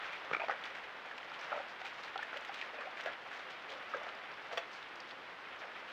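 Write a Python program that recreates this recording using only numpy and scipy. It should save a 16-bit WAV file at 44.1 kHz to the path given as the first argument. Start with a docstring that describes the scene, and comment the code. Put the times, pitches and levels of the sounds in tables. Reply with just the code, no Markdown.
"""Mud squelches and pops, with two soft hoof thuds: wild boars root in a forest hollow at night.
Snouts and hooves open air pockets in the mud, which pop singly or squelch in bursts.
Twigs tick, wet leaves rustle, dead leaves crunch and, near the end, a branch snaps.
The herd is some metres off; the trees answer faintly, over a steady hiss."""
import sys
import numpy as np
from scipy import signal
from scipy.fft import rfft, irfft, next_fast_len
from scipy.io import wavfile
from scipy.ndimage import map_coordinates

SR = 44100
rng = np.random.default_rng(int(sys.argv[2]) if len(sys.argv) > 2 else 0)


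def bounce(signal):
    """Save signal as a 16-bit WAV file at the path given by the first command-line argument."""
    frames = np.transpose(np.atleast_2d(signal))
    limited = np.clip(frames, -1, 1)
    pcm = np.round(limited * 32767).astype(np.int16)
    wavfile.write(sys.argv[1], SR, pcm)


N = 261072

# mud suction: (time [s], length [s], level [dB], low cavity [Hz], high cavity re low [dB])
SQUELCH_EVENTS = [(0.042, 0.027, -62, 580, 20), (0.329, 0.02, -55.5, 760, 13),
                  (0.4, 0.026, -59.5, 730, -17), (0.502, 0.024, -55, 480, 9),
                  (1.515, 0.094, -49.5, 800, -25), (1.558, 0.063, -54.5, 580, -12),
                  (1.846, 0.025, -68, 830, 0), (2.332, 0.017, -62.5, 790, 14),
                  (2.357, 0.021, -61.5, 607, -3), (2.733, 0.013, -66.5, 530, -7),
                  (2.807, 0.037, -58, 655, 11), (2.853, 0.016, -67.5, 605, -18),
                  (2.989, 0.013, -64.5, 600, 13), (3.055, 0.022, -55, 630, -3), (3.079, 0.017, -63, 520, 7),
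                  (3.691, 0.075, -59, 520, -17), (4.061, 0.042, -57.5, 670, 3),
                  (4.512, 0.049, -58.5, 630, -6), (5.611, 0.094, -57.5, 695, 6)]
# wet splatter: (frequency [Hz], relative level [dB])
SPLATTER_SPECTRUM = [(50, -40), (150, -27), (300, -11.5), (500, 3.5), (1300, -3.5), (2400, -2),
                     (3500, -8.5), (5500, -14.5), (8000, -26), (15000, -66)]
# bright edge of a crack, with a faint fizz above 12 kHz: (frequency [Hz], relative level [dB])
CRACK_SPECTRUM = [(40, -55), (200, -25), (1500, 8), (4000, -8), (6000, 0.5), (8000, -5), (12000, -23),
                  (15300, -22)]
SPLINTER_RISE_S = 0.0015


def pops(attack_s=0.0015, glide=0.035, t60_1khz_s=0.029, splatter_t60_ratio=0.37, dull_hz=6500):
    """A pocket tears open: its air rings at two pitches, rising as it opens, and mud splatters."""
    # air pockets: (time [s], level [dB], low cavity [Hz], high cavity [Hz], high re low [dB],
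    # splatter re stronger cavity [dB])
    pockets = [(0.3125, -24.5, 458, 1240, 1, 2), (0.3339, -19, 1410, 2300, 1, 6.5),
               (0.3477, -20, 1245, 2360, 1, -5.5), (0.3662, -27, 1240, 2280, -2, 1),
               (0.3975, -27, 687, 1220, -3, 2), (0.403, -27, 844, 2410, 12, -8),
               (0.4165, -28.5, 890, 2520, -3, -7), (0.437, -29, 656, 1450, -9, -9),
               (0.445, -32, 900, 2350, 1, -9), (0.4835, -25.5, 597, 803, 3, 6),
               (0.4951, -19, 812, 1247, -0.5, -2), (0.4965, -29, 507, 1446, 17, -9),
               (0.51, -25.5, 740, 1900, 2, -9), (1.1125, -33, 1350, 1710, 7, -2),
               (1.23, -37, 1920, 3030, -3, -2), (1.317, -33.5, 790, 1350, 8, 1),
               (1.518, -29, 598, 1390, -2, -13), (1.527, -22.5, 770, 1350, 1.5, -11),
               (1.5405, -34, 616, 1400, -6, -10), (1.578, -32, 650, 1290, 7, -6),
               (1.589, -36, 603, 1480, 10, -9), (1.816, -30.5, 765, 1980, 5, 10),
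               (1.859, -37, 830, 1870, -3, -13), (2.157, -26.5, 780, 1350, -3.5, -1),
               (2.191, -29, 845, 1450, 1, -10), (2.228, -29.5, 1760, 2090, -16, -14),
               (2.329, -32, 810, 1496, 9, 1), (2.4935, -33.5, 786, 1530, -31, -17),
               (2.625, -30.5, 1880, 2500, -9, -2), (2.786, -33, 580, 2480, -3, -12),
               (2.823, -35.5, 900, 1590, 8, -5), (2.873, -36.5, 744, 1080, -16, -12),
               (3.061, -34, 704, 1526, -2, -3), (3.072, -29.5, 700, 1670, -1.5, -8),
               (3.937, -25.5, 1285, 1620, -6, -11), (3.945, -27, 560, 1604, -0.5, -8),
               (3.958, -34, 496, 1540, -22, -9), (4.014, -35.5, 664, 1140, -9, -13)]
    out, t = np.zeros(N), np.arange(SR // 8) / SR
    for s, db, low_hz, high_hz, high_db, splatter_db in pockets:
        stronger_khz = (high_hz if high_db > 0 else low_hz) / 1000
        t60_s = t60_1khz_s / stronger_khz ** 0.84  # smaller, higher pockets die sooner
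        opening = np.minimum(3 * t / t60_s, 1)
        phase_per_hz = 2 * np.pi * np.cumsum(1 + glide * (opening - 0.5)) / SR
        air = np.sin(low_hz * phase_per_hz) + amp(high_db) * np.sin(high_hz * phase_per_hz)
        onset = 1 - np.exp(-t / attack_s)
        burst = onset * amp(-60 * t / (splatter_t60_ratio * t60_s))
        spray = muffled(rng.standard_normal(len(t)) * burst, dull_hz)
        splatter = coloured(spray, SPLATTER_SPECTRUM) * np.sqrt(np.mean(burst ** 2))
        pop = air * onset * amp(-60 * t / t60_s) + amp(splatter_db + max(high_db, 0)) * splatter
        add(out, s, amp(db) * pop / np.abs(pop).max())
    return out


def squelches(high_hz=1435, low_q=5.2, high_q=5, splatter_db=-7):
    """Mud sucks at a hoof or snout: a quick run of tiny ruptures rings the hollow around it."""
    out, t = np.zeros(N), np.arange(SR // 6) / SR
    for s, length_s, db, low_hz, high_db in SQUELCH_EVENTS:
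        pull = press(t, length_s, attack_s=0.0016, release_s=0.015)
        ruptures = crackle(len(t), per_s=1800, spread_db=3)
        wet = coloured(ruptures * pull, SPLATTER_SPECTRUM)
        hollow = unit(resonant(wet, low_hz, low_q) + amp(high_db) * resonant(wet, high_hz, high_q))
        add(out, s, amp(db) * unit(hollow + amp(splatter_db) * wet) * np.sqrt(t[-1] / length_s))
    return out


def bubbles(centre_hz=1400, t60_cycles=22, count=40, gain_db=3):
    """Small bubbles burst at random and ring briefly, louder where the mud is churned."""
    out, t = np.zeros(N), np.arange(SR // 16) / SR
    mud_db = churn_db()
    for when, pitch in rng.random((count, 2)):
        hz = centre_hz * 2 ** (2 * pitch - 1)
        ring = np.sin(2 * np.pi * hz * t) * amp(-60 * hz * t / t60_cycles) * (1 - np.exp(-hz * t))
        add(out, when * N / SR, amp(mud_db[int(when * N)] + gain_db) * ring)
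    return out


def ticks(break_db=14, bandwidth_hz=560, dull_hz=6000, mean_t60_s=0.022, edge_t60_s=0.033):
    """A twig or wet stalk gives way: one sharp break sets it ringing; splinters add a bright edge."""
    # breaking twigs: (time [s], level [dB], pitch [Hz], edge re ring [dB])
    twigs = [(0.638, -31, 3420, -16), (0.654, -35, 5000, -15), (1.179, -33.5, 2570, -13),
             (1.18, -42, 5030, -26), (1.297, -45, 4900, -23), (1.391, -37, 2670, -23),
             (1.392, -44, 5360, -24), (1.411, -40, 5670, -10), (1.442, -41, 5370, -20),
             (1.855, -31, 2430, -11), (2.1767, -30.5, 3170, -34), (2.228, -39, 5460, 5),
             (2.37, -30.5, 2780, -9), (2.422, -35, 1870, -19), (2.4477, -31.5, 2020, -10),
             (2.542, -32.5, 3130, -8), (2.613, -27, 2460, -22), (2.6143, -38, 3120, -22),
             (2.808, -33, 1590, -18), (3.008, -33, 3540, -8), (3.037, -41, 5500, -6),
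             (3.059, -33, 3250, -7), (3.393, -38, 3600, -21), (3.507, -36, 3340, -6),
             (4.089, -33, 3100, -37), (4.316, -44, 5000, -14), (4.3393, -46, 5140, -20),
             (4.827, -37, 3570, -18), (4.9554, -44, 5040, -4), (5.0025, -33, 4970, -26),
             (5.091, -42, 3770, -23), (5.109, -33.5, 3530, -26), (5.116, -43, 4800, -25)]
    out, t = np.zeros(N), np.arange(SR // 12) / SR
    impulse = np.zeros(len(t))
    impulse[SR // 1000] = amp(break_db)
    mean_db = np.mean([db for _, db, *_ in twigs])
    for s, db, hz, edge_db in twigs:
        t60_s = mean_t60_s * 2 ** ((db - mean_db) / 42)  # thicker, louder stalks ring longer
        splinters = puff(t, SPLINTER_RISE_S, t60_s)
        ring = muffled(resonant(splinters + impulse, hz, hz / bandwidth_hz), dull_hz)
        edge = coloured(puff(t, SPLINTER_RISE_S, edge_t60_s), CRACK_SPECTRUM)
        tick = ring + amp(edge_db) * edge
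        add(out, s, amp(db) * tick / np.abs(tick).max())
    return out


def branch(fibres_db=-10, edge_db=-13, edge_t60_s=0.036, attack_s=0.00051, bark_db=-8):
    """A damp branch breaks under a hoof: each crack tears fibres that ring the wood, and bursts bark."""
    # cracks: (time [s], level of first 10 ms [dB], tearing t60 [s])
    snaps = [(4.5255, -48, 0.04), (4.531, -41, 0.03), (4.5735, -32, 0.089), (4.5785, -36, 0.034),
             (4.5855, -43, 0.026)]
    # wood resonances: (frequency [Hz], relative level [dB], t60 [s])
    modes = [(484, -7.5, 0.068), (683, -1.5, 0.06), (1180, -5, 0.019), (1330, 1.5, 0.02),
             (1910, 0.5, 0.018), (2660, -4, 0.038), (3120, -2.5, 0.018), (3380, 1.5, 0.012),
             (4510, -8, 0.018), (5720, -4.5, 0.0085)]
    out, t = np.zeros(N), np.arange(SR // 10) / SR
    for s, db, tear_s in snaps:
        fibres = crackle(len(t), per_s=880, spread_db=1) * amp(fibres_db - 60 * t / tear_s)
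        fibres[0] = 1  # initial break
        ring = sum(amp(mode_db - 60 * t / t60_s) * np.sin(2 * np.pi * (hz * t + rng.random()))
                   for hz, mode_db, t60_s in modes)
        wood = unit(signal.fftconvolve(fibres, ring * (1 - np.exp(-t / attack_s)))[:len(t)])
        bark = coloured(puff(t, SPLINTER_RISE_S, tear_s), SPLATTER_SPECTRUM)
        edge = coloured(puff(t, attack_s, edge_t60_s), CRACK_SPECTRUM)
        snap = wood + amp(bark_db) * bark + amp(edge_db) * edge
        add(out, s, amp(db) * snap / snap[:SR // 100].std())
    return out


def crunches():
    """A hoof presses down on dead leaves, which break in a ragged cluster."""
    # steps on leaf litter: (time [s], length [s], level [dB], pitch [Hz])
    steps = [(0.02, 0.09, -68, 4700), (0.12, 0.032, -58, 1930), (0.64, 0.044, -56.5, 1900),
             (0.747, 0.038, -57.5, 1780), (1.057, 0.024, -66, 2250), (1.33, 0.015, -65.5, 2460),
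             (1.388, 0.12, -61, 5000), (1.846, 0.039, -57, 2720), (1.93, 0.096, -62, 4800),
             (2.029, 0.048, -60, 3920), (2.524, 0.072, -55, 3030), (2.588, 0.078, -56.5, 3080),
             (2.968, 0.055, -55, 2080), (3.304, 0.064, -53, 1600), (3.342, 0.11, -63, 5000),
             (3.498, 0.03, -64, 3180), (3.689, 0.05, -58, 3460), (4.518, 0.041, -64, 4640),
             (4.716, 0.064, -60.5, 4600), (5.088, 0.03, -68, 3480), (5.877, 0.055, -63, 2760)]
    out, t = np.zeros(N), np.arange(SR // 8) / SR
    for s, length_s, db, hz in steps:
        breaks = crackle(len(t), per_s=1100, spread_db=4)
        load = press(t, length_s, attack_s=0.001, release_s=0.03)
        crunch = woody(breaks * load, hz, q=1.74, edge_db=-15)
        add(out, s, amp(db) * unit(crunch) * np.sqrt(t[-1] / length_s))
    return out


def thuds(ground_hz=165, t60_s=0.03, attack_s=0.0032, gain_db=6):
    """Soft ground takes a hoof with one low, quickly damped push."""
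    # heavy hoof falls: (time [s], level before gain [dB])
    hoof_falls = [(0.313, -38), (0.331, -45)]
    out, t = np.zeros(N), np.arange(SR // 8) / SR
    for s, db in hoof_falls:
        envelope = amp(db + gain_db - 60 * t / t60_s) * (1 - np.exp(-t / attack_s)) ** 2
        add(out, s, envelope * np.sin(2 * np.pi * ground_hz * t))
    return out


def stalks(centre_hz=4200, spread_oct=0.68, t60_s=0.022, gain_db=1, count=28):
    """Thin stalks and leaves give way at random, with faint high ticks."""
    out, t = np.zeros(N), np.arange(SR // 24) / SR
    busy_db = activity_db()
    for when, pitch, softness in rng.random((count, 3)):
        hz = centre_hz * 2 ** (spread_oct * (2 * pitch - 1))
        tick = woody(puff(t, SPLINTER_RISE_S, t60_s), hz, q=5.3, edge_db=-8)
        db = busy_db[int(when * N)] + gain_db - 10 * softness
        add(out, when * N / SR, amp(db) * tick / np.abs(tick).max())
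    return out


def woody(excitation, hz, q, edge_db, dull_hz=5500):
    """Dry plant matter breaking: a damped ring, softened by distance, and a bright edge."""
    ring = muffled(resonant(excitation, hz, q), dull_hz)
    return ring + amp(edge_db) * coloured(excitation, CRACK_SPECTRUM)


def rooting():
    """The herd keeps shifting mud, wet leaves and dry litter; thin wet films prickle as they tear."""
    # contact spectrum of each material: (frequency [Hz], relative level [dB])
    mud_spectrum = [(60, -43), (150, -30.5), (330, -23), (500, -11), (750, -7.5), (1100, -9.5), (2000, -11),
                    (5000, -61)]
    leaf_spectrum = [(400, -22.5), (900, -10.5), (1400, -0.5), (2300, -2), (3400, -8.5), (4500, -22.5),
                     (8000, -47.5)]
    litter_spectrum = [(1500, -26), (3300, 8), (5200, 5), (7000, -7.5), (9000, -27), (13000, -34),
                       (15300, -16)]
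    film_spectrum = [(1500, -18), (3200, 3.5), (5300, -2.5), (7000, -20), (9500, -37)]
    busy_db = activity_db()
    wide_swing_db = busy_db.mean() + 1.34 * (busy_db - busy_db.mean())
    mud = stirred(churn_db(), mud_spectrum, per_s=4000, clump_db=1.26)
    leaves = stirred(busy_db - 3, leaf_spectrum, per_s=3500, clump_db=1.5)
    litter = stirred(wide_swing_db - 23, litter_spectrum, per_s=2200, clump_db=6)
    prickles = stirred(wide_swing_db - 26, film_spectrum, per_s=130, clump_db=6)
    return mud + leaves + litter + prickles


def stirred(level_db, spectrum, per_s, clump_db):
    """Many small contacts, coming in clumps."""
    contacts = crackle(N, per_s, spread_db=3.5)
    clumps = amp(clump_db * wobble(knots_per_s=45))
    return amp(level_db) * coloured(contacts * clumps, spectrum)


def activity_db():
    """How busily the ground is stirred, per sample."""
    # herd activity: (time [s], level [dB])
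    activity = [(0.0, -45.5), (0.49, -47), (0.89, -48.5), (1.15, -50.5), (1.45, -46.5), (1.81, -48.5),
                (2.06, -48), (3.61, -49), (3.97, -46.5), (4.17, -49), (5.24, -51), (5.92, -49)]
    return np.interp(np.arange(N) / SR, *np.transpose(activity))


def churn_db(mud_db=-4.5, swell_db=3, reach_s=0.027):
    """Level of the shifting mud: follows the activity and swells around each squelch."""
    t = np.arange(N) / SR
    swell_power = sum(amp(db + swell_db) ** 2 * np.exp(-np.abs(t - s) / reach_s)
                      for s, _, db, *_ in SQUELCH_EVENTS)
    return 10 * np.log10(amp(activity_db() + mud_db) ** 2 + swell_power)


def recorder_tone(x):
    """Microphone tone: less deep bass, dipped treble, a faint lift near 15 kHz."""
    # microphone response: (frequency [Hz], gain [dB])
    mic_gain = [(50, -13), (150, -2.5), (2500, -1), (6500, -7.5), (9000, -12.5), (13000, -10), (15300, 5)]
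    return filtered(x, lambda hz: amp(along(mic_gain, hz)))


def forest(x, delay_s=0.014):
    """Trunks scatter a thin tail, longest in the bass."""
    # decay among the trees: (frequency [Hz], t60 [s])
    decay = [(200, 0.26), (1500, 0.16), (8000, 0.14)]
    hz, t, noise = signal.stft(rng.standard_normal(SR // 2), SR, nperseg=256)
    tail = signal.istft(noise * amp(-60 * t / along(decay, hz)[:, None]), SR, nperseg=256)[1]
    response = np.pad(tail / np.linalg.norm(tail), (int(delay_s * SR), 0))
    return signal.fftconvolve(x, response)[:N]


def hiss(level_db=-54.5):
    """Steady noise, strongest in the midrange."""
    # background noise: (frequency [Hz], relative level [dB])
    spectrum = [(15, -56), (25, -49), (69, -21.5), (104, -16.5), (215, -9.5), (260, -7.5), (410, -4),
                (482, -5), (537, -3.5), (722, -4.5), (1300, -2.5), (2850, -10.5), (5010, -21), (6210, -30),
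                (10400, -45), (11000, -40.5), (11700, -46.5), (15500, -48)]
    return amp(level_db) * coloured(rng.standard_normal(N), spectrum)


def crackle(size, per_s, spread_db):
    """Impulses at random moments, of uneven strength."""
    hits = (rng.random(size) < per_s / SR) * rng.choice([-1, 1], size)
    return hits * amp(spread_db * rng.standard_normal(size).clip(-2, 2))


def puff(t, rise_s, t60_s):
    """Noise that builds quickly and dies away."""
    return rng.standard_normal(len(t)) * (1 - np.exp(-t / rise_s)) * amp(-60 * t / t60_s)


def press(t, length_s, attack_s, release_s):
    """A push that builds, holds and lets go."""
    return (1 - np.exp(-t / attack_s)) * (1 - np.tanh((t - length_s) / release_s))


def wobble(knots_per_s):
    """Smooth random curve."""
    knots = rng.standard_normal(int(N * knots_per_s / SR) + 4)
    return map_coordinates(knots, [np.arange(N) * knots_per_s / SR])


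def filtered(x, response):
    """x times a frequency response."""
    size = next_fast_len(len(x) + 4096)
    return irfft(rfft(x, size) * response(np.fft.rfftfreq(size, 1 / SR)), size)[:len(x)]


def coloured(x, spectrum):
    """x shaped by a spectrum, at rms 1."""
    return unit(filtered(x, lambda hz: amp(along(spectrum, hz))))


def resonant(x, hz, q):
    """x through one resonance, at rms 1."""
    return unit(filtered(x, lambda f: 1j * f * hz / q / (hz * hz - f * f + 1j * f * hz / q)))


def muffled(x, dull_hz):
    """Low-pass: treble softened by distance."""
    return filtered(x, lambda hz: 1 / (1 + (hz / dull_hz) ** 4))


def along(points, hz):
    """(frequency [Hz], value) points read on a log axis."""
    points_hz, values = np.transpose(points)
    return np.interp(np.log(hz + 1), np.log(points_hz), values)


def amp(db):
    """Decibels to gain."""
    return 10 ** (np.asarray(db) / 20)


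def unit(x):
    """x at rms 1."""
    return x / np.sqrt(np.mean(x ** 2) + 1e-20)


def add(track, s, sound):
    """Mix a sound in at time s."""
    part = track[max(round(s * SR), 0):][:len(sound)]
    part += sound[:len(part)]


def scene():
    """Boars among the trees, over the hiss; mono."""
    boars = pops() + squelches() + bubbles() + crunches() + branch() + ticks() + stalks() + thuds()
    boars = recorder_tone(boars)
    return (boars + hiss() + amp(-13) * forest(boars) + rooting())[None]


def record(dry):
    """Band limit at 15.6 kHz."""
    return filtered(dry[0], lambda hz: hz < 15600)[None]


dry = scene()
out = record(dry)
bounce(out)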